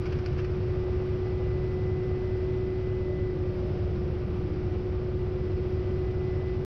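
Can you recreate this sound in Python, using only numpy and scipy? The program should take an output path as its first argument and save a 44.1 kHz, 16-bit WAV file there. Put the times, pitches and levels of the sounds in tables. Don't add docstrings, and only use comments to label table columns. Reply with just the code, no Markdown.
import sys
import numpy as np
from scipy import signal
from scipy.fft import rfft, irfft
from scipy.io import wavfile
from scipy.ndimage import uniform_filter1d

SR = 44100
rng = np.random.default_rng(int(sys.argv[2]) if len(sys.argv) > 2 else 0)


def generate_wav(sig):
    pcm = np.round(np.clip(np.atleast_2d(sig).T, -1, 1) * 32767).astype(np.int16)
    wavfile.write(sys.argv[1], SR, pcm)


def gain_from_decibels(decibels):
    exponent = np.asarray(decibels, float) / 20
    return 10 ** exponent


N = 295181

BLADES = 3
MESH_PER_TURN = 70.95
WAKE_S = 0.9
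END_S = 6.649

# start_s, whistle_hz
COMPRESSOR = [
    (0, 11030),
    (.8, 11050),
    (2, 11000),
    (2.8, 10920),
    (3.4, 10830),
    (4.1, 10930),
    (4.8, 11040),
    (5.8, 11060),
    (6.64, 10970),
]


def evened(x):
    return x / np.sqrt(np.mean(x ** 2) + 1e-20)


def curves(table, t):
    s, *columns = np.transpose(table)
    return [np.interp(t, s, c) for c in columns]


def drift(hz):
    f = np.fft.rfftfreq(N, 1 / SR)
    return evened(irfft(rfft(rng.standard_normal(N)) / (1 + (f / hz) ** 2) ** 2, N))


def resonate(x, hz, width):
    turn = np.exp(2j * np.pi * np.cumsum(hz * np.ones(len(x))) / SR)
    r = np.exp(-np.pi * width / SR)
    return 2 * (turn * signal.lfilter([1 - r], [1, -r], x / turn)).real


def ringing_noise(hz, width):
    return evened(resonate(resonate(rng.standard_normal(N), hz, width), hz, width))


def split(x, hz):
    low = signal.sosfiltfilt(signal.butter(3, hz, fs=SR, output="sos"), x)
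    return low, x - low


def noise(spectrum, size, patchy_db):
    frames, hz = 4 * N // size + 5, np.fft.rfftfreq(size, 1 / SR)
    a, b, patches = rng.standard_normal((frames, len(hz), 3)).T
    patches = uniform_filter1d(patches, size=size // 64, axis=0)
    patches = evened(uniform_filter1d(patches, size=12288 // size, axis=1))
    f, db = np.transpose(spectrum)
    colour_db = np.interp(np.log(hz + 1), np.log(f), db)[:, None]
    grains = (a + 1j * b) * gain_from_decibels(colour_db + patchy_db * patches)
    return signal.istft(grains, nperseg=size, noverlap=3 * size // 4)[1][:N]


def tone(turns, db, waver, sway_db, scatter=1):
    phase = 2 * np.pi * (turns + scatter * rng.random()) + waver * drift(2.2)
    return np.sqrt(2) * gain_from_decibels(db + sway_db * drift(1.0)) * np.sin(phase)


def turbine(t, turns):
    whistle_db, mirror_db, mirror_hz = -89.8, -100.5, 24000
    hz, = curves(COMPRESSOR, t)
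    whistle = ringing_noise(hz, 110)
    mirror = ringing_noise(mirror_hz - hz, 110)
    skirt = ringing_noise(hz + 300, 1800)
    chop_db = .5 * np.cos(2 * np.pi * BLADES * turns - .4) + 1.6 * drift(12.0)
    return (gain_from_decibels(whistle_db) * (whistle + skirt) + gain_from_decibels(mirror_db) * mirror) * gain_from_decibels(chop_db)


def hiss(t, blade, chop_db, gust_db):
    # pitch_hz, level_db (per Hz)
    hiss_colour = [(300, -27), (700, -4.5), (1000, 0), (1500, -0.5), (1600, -4), (2500, -5.5),
                   (4000, -14.5), (5000, -13.5), (5800, -20), (6500, -33.5), (8000, -44.5), (10500, -41),
                   (13150, -45.5), (13600, -57)]
    hiss_db = -57.5 + 2.5 * np.exp(-t / WAKE_S)
    wash = noise(hiss_colour, size=512, patchy_db=-0.4)
    band = signal.sosfilt(signal.butter(4, [2100, 6000], "band", fs=SR, output="sos"), wash)
    wash = wash / np.std(band) * gain_from_decibels(hiss_db + chop_db + gust_db)
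    body, tips = split(wash, 6800)
    lower_tips, upper_tips = split(tips, 11400)
    flutter_db = 1.6 * drift(60.0) - chop_db
    tip_chop = np.cos(blade - .2)
    return body + lower_tips * gain_from_decibels(1.3 * tip_chop + flutter_db) + upper_tips * gain_from_decibels(2.6 * tip_chop + flutter_db)


def airflow(t, turns):
    # pitch_hz, level_db (per Hz)
    buffet_colour = [(10, -21), (22, -20.5), (40, -17.5), (60, -5.5), (85, -1), (110, -5.5), (138, -2.5),
                     (180, -12.5), (235, -12), (262, -21), (340, -10.5), (400, -16.5), (500, -38),
                     (4000, -130)]
    # pitch_hz, level_db (per Hz)
    roar_colour = [(100, -60.5), (330, -23.5), (400, 0.5), (600, -7), (640, -8.5), (850, -13.5),
                   (1000, -29), (2000, -40.5), (8000, -110)]
    # middle_s, half_length_s, change_db
    wafts = [
        (0.904, .25, 0.5),
        (1.65, .15, 0.9),
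        (3.099, 0.18, 1.04),
        (3.695, .35, 1.2),
        (5.298, .3, .4),
        (6.201, 0.18, .5),
    ]
    blade = 2 * np.pi * BLADES * turns
    chop_db = .55 * np.cos(blade - 3.8) + .3 * np.cos(2 * blade - 5.6) + .25 * np.cos(blade / BLADES - 3.7)
    gust_db = 0.38 * drift(1.4) + 0.16 * drift(40.0)
    downwash = hiss(t, blade, chop_db, gust_db)
    waft_db = sum(db * np.exp(-((t - s) / half) ** 2) for s, half, db in wafts)
    buffet = evened(noise(buffet_colour, size=4096, patchy_db=0.0)) * gain_from_decibels(-33.5 + .3 * gust_db)
    roar_db = -46 + waft_db + 1.7 * gust_db + np.cos(blade - 4.4)
    roar = evened(noise(roar_colour, size=1024, patchy_db=1.0)) * gain_from_decibels(roar_db)
    pipe_hz = 470 + 105 * waft_db
    moan = ringing_noise(pipe_hz, 60) * gain_from_decibels(-59 + 8.5 * waft_db)
    return downwash + roar + buffet + moan


def slaps(t):
    # start_s, peak_db, brightness_db (per ring), fall_s
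    slap_events = [
        (.0553, -43.5, 0, .008),
        (.1205, -45, -2, .009),
        (.1875, -47, 1, .005),
        (.2592, -40, 2.5, .003),
        (.262, -52, 1, .008),
        (.3244, -56, -2, .008),
        (.379, -50, 2, .008),
        (.386, -49.5, -7, .012),
        (.4445, -45.5, -2, .006),
    ]
    # pitch_hz, width_hz
    slap_rings = [
        (1450, 1000),
        (2200, 1000),
        (4500, 1800),
    ]
    colour_db = 0, -1, -7
    whisper_db = -59.5
    rise_share, leak_db = .44, -30
    puff = rng.standard_normal(N)
    rings = [evened(resonate(resonate(puff, hz, width), hz, width)) for hz, width in slap_rings]
    out = np.exp(-t / WAKE_S) * sum(gain_from_decibels(whisper_db + c) * ring for c, ring in zip(colour_db, rings))
    leak = np.zeros(N)
    for s, db, bright_db, fall_s in slap_events:
        age = np.maximum(t - s, 0)
        burst = (1 - np.exp(-age / (rise_share * fall_s))) * np.exp(-age / fall_s)
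        leak += burst * gain_from_decibels(db + bright_db + leak_db)
        for k, (c, ring) in enumerate(zip(colour_db, rings)):
            out += burst * gain_from_decibels(db + c + (k - 1) * bright_db + 7) * ring
    top = evened(signal.sosfilt(signal.butter(6, [6500, 13300], "band", fs=SR, output="sos"), puff))
    return leak * top + signal.sosfilt(signal.butter(7, 5800, fs=SR, output="sos"), out)


def casing(hz, peak_hz, peak_db, width_hz, deepest_db):
    return peak_db - np.minimum(6 * ((hz - peak_hz) / width_hz) ** 2, deepest_db)


def gearbox(t, mesh, mesh_hz):
    # start_s, hum_db
    mesh_load = [
        (0, -35),
        (.6, -33.5),
        (1.5, -32.5),
        (2.9, -33),
        (3.6, -33.5),
        (4.55, -37),
        (5.2, -34),
        (5.8, -33),
        (6.7, -35),
    ]
    # start_s, length_s, change_db
    contact = [(-.1, .76, -5), (.66, .2, 2), (1.03, .17, -2), (1.2, .3, 1), (1.5, 1.8, 2.8), (3.1, .2, 3),
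               (3.3, .17, 2.5), (4.6, .83, -1.5), (5.43, .13, 2), (5.57, .13, -5), (5.7, .4, -.5),
               (6.2, .35, 3), (6.55, .2, -2)]
    # start_s, length_s
    backlash = [
        (.1, .3),
        (1.25, 1.1),
        (4.6, .35),
        (5.8, .5),
    ]
    # multiple of the main mesh, level_db
    gear_tones = [(.8891, -53), (1.0425, -57), (1.3507, -55.5), (2.4096, -68), (2.663, -72), (2.887, -72),
                  (3.0, -72), (3.4209, -74), (5.4388, -73), (6.2398, -76), (6.4517, -74)]
    upper_ratio, middle_ratio, idler_ratio = 5.425, 3.241, .9619

    mesh_db, = curves(mesh_load, t)
    hum = tone(mesh, mesh_db, waver=0.031, sway_db=0.57)
    idler_db = -50 - 1.1 * (mesh_hz - 367.3)
    idler = tone(idler_ratio * mesh, idler_db, waver=.4, sway_db=4.0)

    contact_db = sum(db * ((t > s) & (t < s + length)) for s, length, db in contact)
    upper_db = casing(upper_ratio * mesh_hz, 2001, -59.7, 11, 8.5) + uniform_filter1d(contact_db, size=2000)
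    upper = tone(upper_ratio * mesh, upper_db + .3 + .5 * drift(40.0), waver=.4, sway_db=0)

    power_db = .022 * (curves(COMPRESSOR, t)[0] - 11040)
    middle_db = casing(middle_ratio * mesh_hz, 1184.5, -59.5, 12, 4.5) + power_db
    middle_turns = middle_ratio * mesh + .05 * drift(15.0)
    middle = tone(middle_turns, middle_db - 1 + 2.6 * drift(12.0), waver=.5, sway_db=0)

    loose = uniform_filter1d(sum(1. * ((t > s) & (t < s + length)) for s, length in backlash), size=6000)
    octave = tone(2 * mesh, -66 + 8.5 * loose, waver=.5, sway_db=1.2)
    others = sum(tone(ratio * mesh, db - 2.5, waver=1.0, sway_db=1.5) for ratio, db in gear_tones)
    return hum + octave + idler + upper + middle + others


def rotor(turns):
    # multiple of the rotor speed, level_db
    shaft_tones = [
        (19.915, -38.5),
        (39.83, -53.5),
    ]
    # multiple of the rotor speed, level_db
    thump_orders = [(3, -48), (5, -62), (6, -46.5), (8, -52), (9, -45), (11, -53), (12, -41), (14, -53),
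                    (15, -41.5), (16, -46), (17.08, -45), (18, -41), (21, -46.5), (23, -53), (24, -45),
                    (26, -51), (27, -48), (29, -59), (30, -53), (33, -57), (36, -51), (39.12, -57),
                    (42, -63), (45, -58), (48, -59), (60, -58)]
    smear = .055, -.21, .315, .39
    shaft = sum(tone(order * turns, db, waver=0.65, sway_db=2.0) for order, db in shaft_tones)
    thumps = np.zeros(N)
    for order, db in thump_orders:
        lagged = order * turns + np.polyval(smear, order / BLADES)
        thumps += tone(lagged, db, waver=min(0.022 * order, .7), sway_db=0.076 * order, scatter=order % BLADES)
    return shaft + gain_from_decibels(0.5) * thumps


def scene():
    # start_s, main_mesh_hz
    drive_train = [(0, 365.3), (.3, 365.5), (.65, 366.9), (1.5, 368.4), (2.7, 370), (3.05, 369.4),
                   (3.6, 365), (3.9, 363.6), (4.2, 363.5), (4.5, 364.8), (5.7, 368.4), (6, 369),
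                   (6.6, 368.5)]
    t = np.arange(N) / SR
    mesh_hz = uniform_filter1d(curves(drive_train, t)[0], size=8000)
    mesh = np.cumsum(mesh_hz) / SR
    turns = mesh / MESH_PER_TURN
    air = turbine(t, turns) + slaps(t) + airflow(t, turns)
    return (air + gearbox(t, mesh, mesh_hz) + rotor(turns))[None]


def low_pass(x):
    return signal.sosfilt(signal.butter(12, 15900, fs=SR, output="sos"), x)


def record(dry):
    power_db = 10 * np.log10(abs(uniform_filter1d(dry ** 2, size=500)) + 1e-12)
    held = dry / gain_from_decibels(0.28 * np.maximum(power_db + 26, 0))
    bass, rest = split(held, 900)
    held = 0.16 * np.tanh(bass / .16) + 0.86 * rest
    t, end = np.arange(N) / SR, round(END_S * SR)
    for at, level in (0, .03), (end, -.04):
        held = held + (level - held[:, [at]]) * np.exp(-((t - at / SR) / .002) ** 2)
    return low_pass(held * (t < END_S))


dry = scene()
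out = record(dry)
generate_wav(out)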